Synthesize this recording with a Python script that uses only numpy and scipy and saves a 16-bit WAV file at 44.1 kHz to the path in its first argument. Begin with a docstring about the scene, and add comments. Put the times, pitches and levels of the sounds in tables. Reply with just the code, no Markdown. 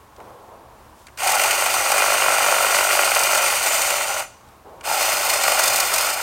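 """A cordless hedge trimmer runs twice at the edge of a wood, a few metres away.
Its crank knocks in the gear housing each time the blades turn back. The steel blades chatter, ring
and cut leafy twigs, and the motor groans as it starts. In the pauses you hear the switches click,
leaves brush the blade bar, quiet outdoor air and far-off thuds that roll through the trees."""
import sys
import numpy as np
from scipy import signal
from scipy.fft import rfft, irfft, next_fast_len
from scipy.io import wavfile
from scipy.ndimage import map_coordinates

SR = 44100
rng = np.random.default_rng(int(sys.argv[2]) if len(sys.argv) > 2 else 0)


def store_wav(level_fs):
    """Save 16-bit WAV to argv[1]."""
    pcm = np.round(np.clip(np.atleast_2d(level_fs), -1, 1) * 32767)
    wavfile.write(sys.argv[1], SR, pcm.T.astype(np.int16))


N = 274595
T = np.arange(N) / SR

# Trigger pulled and let go: on_s, off_s, rattle_db
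RUN_TIMES = [(1.17, 4.2, -31), (4.83, 6.5, -32)]
# Blade speed, which sags in thick growth: time_s, cycles_per_s
BLADE_SPEED = [(1.3, 24.21), (1.8, 25.07), (2.3, 24.83), (2.7, 24.7), (3.05, 24.06), (3.2, 22.84),
               (3.5, 23.98), (4.2, 24.5), (5.4, 24.8), (5.9, 22.8), (6.2, 24.5)]
# How deep the bar is in the hedge: time_s, load (0 is free, about 1 is fully in)
HEDGE_LOAD = [(1.2, 0.94), (1.3, 0.8), (1.6, 0.74), (1.85, 0.79), (1.95, 0.88), (2.8, 1.04), (3.52, 0.93),
              (3.61, 0.63), (3.68, 0.97), (3.9, 0.82), (4.08, 0), (4.87, 0.75), (5.03, 1.03), (5.2, 0.72),
              (5.7, 0.9), (5.87, 0.83), (6.06, .85), (6.16, 0)]
# The loose crank slaps at both turns and kicks going forward: time_s, slap_gain, kick_gain
CRANK_SLAPS = [(1.86, 0.7, 0.38), (1.94, 1.76, 0), (2.15, 1.54, 0.051), (2.19, 0.78, 0.48),
               (2.23, 1.74, 0.34), (2.55, 1.2, 0.38), (2.8, 1.0, 0.7), (3.05, 0.97, 0.63), (3.35, .95, 0),
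               (3.65, 0.28, 0), (5.2, 0.32, 0.12), (5.5, 0.6, 0.25), (6.2, 0.4, 0)]
# Resonances (pitches a part rings at) of the gear housing: pitch_hz, width_hz, level_db
HOUSING_MODES = [(324, 42, -16.5), (378.5, 48, -11), (572, 74, 1), (674, 105, 1), (793, 103, 1),
                 (909, 115, -1), (1119, 138, -2), (1293, 89, 0.5), (1428, 130, 1.5), (1410, 110, -14.5)]
# Resonances of the link that drives the blades: pitch_hz, width_hz, level_db
LINKAGE_MODES = [(1916, 196, -1.5), (2136, 170, 0.5), (2441, 140, 1.5), (2594, 87, -0.5), (2748, 133, -0.5),
                 (3118, 220, -6)]
# Resonances of the crank: pitch_hz, width_hz, level_db
CRANK_MODES = [(1368, 62, -1.5), (2448, 54, 0)]
# Tone of the blade bar as it is held in the first run: pitch_hz, level_db
FIRST_BAR_TONE = [(2800, -19), (3500, -5.5), (3900, -7), (4450, -2.5), (4900, -3), (5400, -5.5), (6300, -3),
                  (7400, -5), (8400, -0.5), (9700, -3), (10700, -11.5), (11500, -12), (13500, -6),
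                  (15600, -15)]
# Its tone in the second run: pitch_hz, level_db
SECOND_BAR_TONE = [(2800, -17), (3500, -4), (3900, -6.5), (4350, -2.5), (5100, -1), (5500, -5), (6500, -2),
                   (7400, -3), (8400, 0.5), (9700, -2), (10900, -12), (12400, -9.5), (13600, -4.5),
                   (15600, -13.5)]
# Resonances of the steel blades: pitch_hz, width_hz, first_run_boost_db, second_run_boost_db
BLADE_MODES = [(3590, 90, 4, 6), (4310, 110, 3, 7), (4750, 80, 4, 2), (5080, 150, -1, 5),
               (5986, 12, 13, 13), (6235, 35, 8, 5), (6580, 70, 4, 6), (6730, 22, 8, 5), (6906, 22, 8, 6),
               (7100, 50, 6, 7), (7928, 20, 7, 4), (8260, 50, 2, 5), (8460, 25, 5, 4), (8550, 80, 7, 2),
               (9780, 70, 4, 5), (10650, 10, 8, 8), (11870, 120, 2, 5), (12620, 100, 4, 4),
               (13595, 70, 7, 10), (13950, 30, 7, 8)]
# A rubbing blade sings briefly: start_s, pitch_hz, level_db, fade_s (time to fall by 60 dB)
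BLADE_NOTES = [(1.74, 5986, -20, 0.31), (3.65, 7100, -24.5, 1.8), (3.65, 13595, -27, 0.76),
               (4.19, 5986, -40, .6), (4.2, 10650, -43, 0.65), (5.02, 5986, -19, 0.42)]
# Teeth biting twigs: start_s, length_s, force_db, extra_knock_db, extra_rasp_db
TWIG_BITES = [(1.2716, .05, -11.5, -4, 0), (1.3937, .07, -11.5, -2, 6), (1.507, .03, -11, -5, 6.5),
              (1.658, .01, -15.5, 9.5, 2), (1.738, .01, -18.5, 9.5, 0), (1.916, .01, -10.5, 4, 0),
              (2.13, .03, -14, 3, 4), (3.0454, .01, -13.5, -11, -6), (3.147, .12, -10, -16, -13),
              (3.347, .01, -11.5, -2.5, -5), (3.66, .03, -11.5, 0, 2), (3.742, .01, -12.5, -3, -2),
              (3.8158, .01, -10, -5, -13), (3.902, .01, -12.5, 3, 3), (5.025, .01, -15, -9, 9),
              (5.295, .07, -11.5, 3, 2.5), (5.4346, .01, -9.5, 0, 1), (5.4766, .05, -12, 4, 3.5),
              (5.5907, .01, -8, 4.5, -1), (5.6346, .07, -7.5, -5, -11), (5.7574, .05, -8, -10, -17),
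              (5.9365, .05, -9, -10, -5), (6.007, .01, -13, -4, -7)]
# The drive clacks on thicker wood: start_s, force_db
WOOD_CLACKS = [(3.1658, 8.5), (3.268, 3), (3.331, 5.5), (3.411, -1), (5.48, -1)]
# Tone of snapping fibres: pitch_hz, level_db
SPLINTER_TONE = [(2500, -19), (4500, 2.5), (9000, -1), (12000, -0.5), (15500, -5)]
# The motor strains to get going: start_s, level_db, fade_s
MOTOR_STARTS = [(1.205, -25, 1.4), (4.859, -22.5, 0.63)]
# Resonances of its groan: pitch_hz, width_hz, level_db
GROAN_MODES = [(771, 64, 3.5), (895, 74, -1.5)]
# Safety catch and trigger: start_s, force_db, extra_knock_db
SWITCH_CLICKS = [(.163, -35, -10), (.201, -39.5, 2), (1.068, -27, -6), (1.083, -42, 9), (1.174, -23.5, -8),
                 (4.487, -41, -10), (4.809, -29, -1)]
# Tone of a click: pitch_hz, level_db
CLICK_TONE = [(500, -20), (1800, -25), (2400, -1), (3600, 2), (5000, 1), (6300, -1), (8500, 0),
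              (15000, -21)]
# Resonances of the hollow handle: pitch_hz, width_hz, level_db
HANDLE_MODES = [(1390, 250, 0), (2300, 400, -5), (2840, 300, -9)]
# How long the trees echo: pitch_hz, fade_s
ECHO_FADES = [(200, 0.49), (1500, 0.46), (6000, 0.62), (14000, 0.33)]
# Far-off thuds: start_s, level_db, fade_s
FAR_THUDS = [(.18, -40.5, 2), (.48, -51.5, 2.2), (4.652, -42, 3)]
# Their dull tone: pitch_hz, level_db
THUD_TONE = [(120, -31), (280, -10), (450, 0), (800, -1), (1100, -4), (1450, -17.5), (2500, -30),
             (6000, -45)]
# Tone of the outdoor air: pitch_hz, level_db
AIR_TONE = [(12, -63), (20, -35), (37, -8.5), (70, -9), (130, -7.5), (149, -16.5), (215, -13), (419, -16),
            (996, -10.5), (1080, -13.5), (1350, -17), (1950, -24.5), (4250, -31.5), (7030, -33),
            (15800, -35.5)]

SPIN_UP_S, BRAKE_S, RING_ON_S = 0.04, 0.085, 0.036  # RING_ON_S: singing outlasts the motor by this
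KNOCK_DB, CHATTER_DB, GROAN_DB = -30, -31, -36.5  # running free
KNOCK_LOAD_DB, CHATTER_LOAD_DB, RATTLE_LOAD_DB = 4.5, 6.5, 5  # added at full load
AIR_DB, TOP_HZ = -49, 15830


def trimmer():
    """The motor slides the blades to and fro; pushing into the hedge makes them and the gears louder."""
    turning = sum(spin(on, off) for on, off, _ in RUN_TIMES)
    coasting = sum(spin(on, off + RING_ON_S) for on, off, _ in RUN_TIMES)
    cycle = np.cumsum(turning * curves(BLADE_SPEED)[0]) / SR
    load = curves(HEDGE_LOAD)[0] + 0.067 * wobble(14)
    # in each cycle the teeth cross four times and the blade kicks forward once
    crossing = rubbing(contacts(cycle, count=4, scatter_s=0.00045, spread_db=3), decay_s=0.0043)
    forward = contacts(cycle, count=1, scatter_s=0.00022, spread_db=4)
    stroke = rubbing(forward, decay_s=0.013)
    crack, jolt, rasp = twigs(cycle)
    return (gears(cycle, turning, load, crossing, forward, stroke, jolt, rasp)
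            + blades(turning, load, crossing, stroke, crack)
            + motor_groan(turning, crossing)
            + np.sqrt(coasting) * blade_singing())


def spin(on, off):
    """Share of full speed in one run: the motor speeds up, holds and brakes to a stop."""
    speeding_up = 1 - np.exp(-np.maximum(T - on, 0) / SPIN_UP_S)
    return speeding_up * np.clip(1 - (T - off) / BRAKE_S, 0, 1) ** 2


def gears(cycle, turning, load, crossing, forward, stroke, jolt, rasp):
    """At each turn of the blades the crank slaps and bounces once, over the gears' steady rattle."""
    slap, kick = curves(CRANK_SLAPS)
    knock = turning ** 0.76 * amp(KNOCK_DB + KNOCK_LOAD_DB * load)
    rattle = sum(spin(on, off) ** 0.9 * amp(db + RATTLE_LOAD_DB * load) for on, off, db in RUN_TIMES)
    turn = contacts(cycle, count=2, scatter_s=0.000702, spread_db=2)
    bounce = contacts(cycle, count=2, scatter_s=0.001203, spread_db=0.5, delay_s=0.003026)
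    blows = slap * (0.56 * turn + 0.47 * bounce) + 0.77 * kick * forward
    blows += (0.79 + 0.26 * crossing) * grains(1800, spread_db=3.5)
    housing = resonate(knock * blows + jolt, HOUSING_MODES)
    ticks = (1.3 + 0.2 * crossing + 0.1 * slap * stroke) * grains(3000, spread_db=3)
    ticks = unit(ticks + 0.16 * slap * turn) + 0.67 * kick * forward
    linkage = resonate(rattle * ticks + rasp, LINKAGE_MODES)
    crank = resonate(amp(-9.5) * knock * slap * unit(turn + bounce), CRANK_MODES)
    return housing + linkage + crank


def blades(turning, load, crossing, stroke, crack):
    """Steel slides on steel, shredding leaves in clumps and splitting twigs; one way rubs harder."""
    chatter = turning ** 1.14 * amp(CHATTER_DB + CHATTER_LOAD_DB * load)
    clumps = amp(1.15 * wobble(70))
    scrape = unit((1 + 0.13 * crossing + 0.092 * stroke) * clumps * grains(7000, spread_db=1))
    force = chatter * scrape + crack
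    second_run = T > RUN_TIMES[1][0]
    first = steel_ring(coloured(force * ~second_run, FIRST_BAR_TONE), run=0)
    second = steel_ring(coloured(force * second_run, SECOND_BAR_TONE), run=1)
    return first + second + amp(-8) * coloured(crack, SPLINTER_TONE)


def steel_ring(x, run):
    """The blades ring at their own pitches; how strongly depends on how the bar is held."""
    def response(f):
        return 1 + sum((amp(db[run]) - 1) * mode(f, hz, width) for hz, width, *db in BLADE_MODES)
    return filtered(x, response)


def blade_singing():
    """Rubbing makes one blade resonance sing; the wider it is, the less steady the note."""
    notes = np.zeros(N)
    for start, near_hz, db, fade in BLADE_NOTES:
        hz, width, *_ = min(BLADE_MODES, key=lambda row: abs(row[0] - near_hz))
        tone = np.sin(2 * np.pi * hz * T + 1.1 * wobble(3 * width))
        notes += amp(db) * burst(start, rise_s=0.023, fade_s=fade) * tone
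    return notes


def twigs(cycle):
    """Each bite cracks fibres, jolts the housing and rasps the drive; returns these three forces."""
    crack, jolt, rasp, clack = np.zeros((4, N))
    for start, length, db, knock_db, rasp_db in TWIG_BITES:
        stroke_s = 0.5 / np.interp(start, T[1:], np.diff(cycle) * SR)
        for k, bite_s in enumerate(np.arange(start, start + length, stroke_s)):
            force = amp(db - 7 * (k % 2))  # the back stroke bites less hard
            crack += force * burst(bite_s, rise_s=0.0019, fade_s=0.049)
            shove = force * burst(bite_s, rise_s=0.00053, fade_s=0.059)
            jolt += amp(knock_db) * shove
            rasp += amp(rasp_db) * shove
    for start, db in WOOD_CLACKS:
        clack[round(start * SR)] = amp(db)
    return (amp(-5.5) * crack * grains(12000, spread_db=0.5),
            amp(-9.5) * jolt * grains(4000, spread_db=5) + clack,
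            amp(-10) * rasp * grains(4000, spread_db=-1.5) + amp(-4.5) * clack)


def motor_groan(turning, crossing):
    """The motor groans under the strain of starting, then more softly once it is up to speed."""
    starts = sum(amp(db) * burst(s, rise_s=0.016, fade_s=fade) for s, db, fade in MOTOR_STARTS)
    strain = amp(GROAN_DB) * turning + starts
    roughness = unit((1 + 0.58 * crossing) * grains(2000, spread_db=-0.5))
    return resonate(strain * roughness, GROAN_MODES)


def switches():
    """Plastic switches snap and knock in the hollow handle."""
    snap = sum(amp(db) * burst(s, rise_s=0.00054, fade_s=0.022) for s, db, _ in SWITCH_CLICKS)
    knock = sum(amp(db + extra) * burst(s, rise_s=0.0005, fade_s=0.037) for s, db, extra in SWITCH_CLICKS)
    click = amp(-8) * coloured(snap * rng.standard_normal(N), CLICK_TONE)
    return click + amp(-5.5) * resonate(knock * rng.standard_normal(N), HANDLE_MODES)


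def leaves():
    """Leaves brush the bar as it is raised before the first run."""
    rustle = coloured(grains(2500, spread_db=5), [(1000, -14), (3000, 0), (8000, 0), (15000, -6)])
    return amp(-47) * burst(0.94, rise_s=0.073, fade_s=0.64) * rustle


def tree_echo(x):
    """Trunks and leaves scatter the sound into an echo whose highest treble dies first."""
    hz, t, noise = signal.stft(rng.standard_normal(SR // 2), SR, nperseg=256)
    tail = signal.istft(noise * amp(-60 * t / along(ECHO_FADES, hz)[:, None]), SR, nperseg=256)[1]
    delayed_tail = np.pad(tail, (SR // 100, 0)) / np.linalg.norm(tail)
    return signal.fftconvolve(x, delayed_tail)[:N]


def far_thuds():
    """Each thud arrives as a short bump, smeared into a long roll by the trees."""
    level = sum(amp(db) * (burst(s, rise_s=0.0066, fade_s=fade)
                           + 0.6 * burst(s, rise_s=0.002, fade_s=0.059)) for s, db, fade in FAR_THUDS)
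    return level * amp(0.82 * wobble(30)) * coloured(rng.standard_normal(N), THUD_TONE)


def outdoor_air():
    """A soft rush of air with a faint hum and whine."""
    air = amp(AIR_DB + 0.97 * wobble(8)) * coloured(rng.standard_normal(N), AIR_TONE)
    hum_hz, whine_hz = 70.2, 1086
    hum = amp(-58 + 1.3 * wobble(3.8)) * np.sin(2 * np.pi * hum_hz * T + 0.5 * wobble(4.7))
    whine = amp(-59.5 + 2.3 * wobble(4.03)) * np.sin(2 * np.pi * whine_hz * T + wobble(25))
    return air + hum + whine


def contacts(cycle, count, scatter_s, spread_db, delay_s=0):
    """count taps per blade cycle, each a little off in time and size."""
    on_beat = np.flatnonzero(np.diff(np.floor(count * cycle)))
    late, size = rng.standard_normal((len(on_beat), 2)).T
    at = on_beat + ((delay_s + late * scatter_s) * SR).astype(int)
    return unit(np.bincount(np.clip(at, 0, N - 1), amp(spread_db * size), N))


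def rubbing(hits, decay_s):
    """The fading strength of the rub that follows each tap."""
    return unit(signal.lfilter([1], [1, -np.exp(-1 / (decay_s * SR))], hits))


def grains(per_s, spread_db):
    """Tiny random impacts of uneven size."""
    hits = (rng.random(N) < per_s / SR) * np.sign(rng.standard_normal(N))
    return unit(hits * amp(spread_db * np.clip(rng.standard_normal(N), -2, 2)))


def burst(start_s, rise_s, fade_s):
    """A level that rises, then falls by 60 dB in fade_s."""
    age = np.maximum(T - start_s, 0)
    return (1 - np.exp(-age / rise_s)) * amp(-60 * np.minimum(age / fade_s, 2))


def resonate(x, modes):
    """Rings x through a small body that gives off little bass."""
    def response(f):
        bass_cut_hz = 200
        body = sum((-1) ** k * amp(db) * mode(f, hz, width) for k, (hz, width, db) in enumerate(modes))
        body = body * 1j * f / (bass_cut_hz + 1j * f)
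        return body / np.sqrt(np.mean(abs(body) ** 2))
    return filtered(x, response)


def mode(f, hz, width):
    """Response of one resonance, 1 at its centre."""
    return 1j * f * width / (hz * hz - f * f + 1j * f * width)


def coloured(x, tone):
    """Gives x the tone of a (pitch_hz, level_db) table; only the differences in level count."""
    def response(hz):
        gain = unit(amp(along(tone, hz)))
        # folding the cepstrum makes the filter ring after a hit, never before it
        cepstrum = irfft(np.log(gain + 1e-6))
        half = len(cepstrum) // 2
        cepstrum[1:half] *= 2
        cepstrum[half + 1:] = 0
        return np.exp(rfft(cepstrum))
    return filtered(x, response)


def filtered(x, response):
    """Multiplies each frequency in x by response(hz)."""
    size = 2 * next_fast_len((N + SR) // 2)
    return irfft(rfft(x, size) * response(np.fft.rfftfreq(size, 1 / SR)), size)[:N]


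def wobble(per_s):
    """A smooth curve through per_s random points a second."""
    return map_coordinates(rng.standard_normal(int(N * per_s / SR) + 4), [T * per_s])


def curves(rows):
    """One value per sample for each column after the time."""
    times, *columns = np.transpose(rows)
    return [np.interp(T, times, column) for column in columns]


def along(points, hz):
    """Reads between (pitch_hz, value) points, with octaves evenly spaced."""
    pitches, values = np.transpose(points)
    return np.interp(np.log(hz + 1), np.log(pitches + 1), values)


def amp(db):
    """Decibels to gain."""
    return 10 ** (np.asarray(db) / 20)


def unit(x):
    """Scales x to an average (rms) level of 1."""
    return x / np.sqrt(np.mean(x ** 2) + 1e-20)


def scene():
    """The tool, its weak echo and the background, in one channel."""
    tool = trimmer() + switches() + leaves()
    return (tool + amp(-15.5) * tree_echo(tool) + outdoor_air() + far_thuds())[None]


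def record(dry):
    """Removes all treble above TOP_HZ."""
    return filtered(dry[0], lambda hz: hz < TOP_HZ)[None]


dry = scene()
out = record(dry)
store_wav(out)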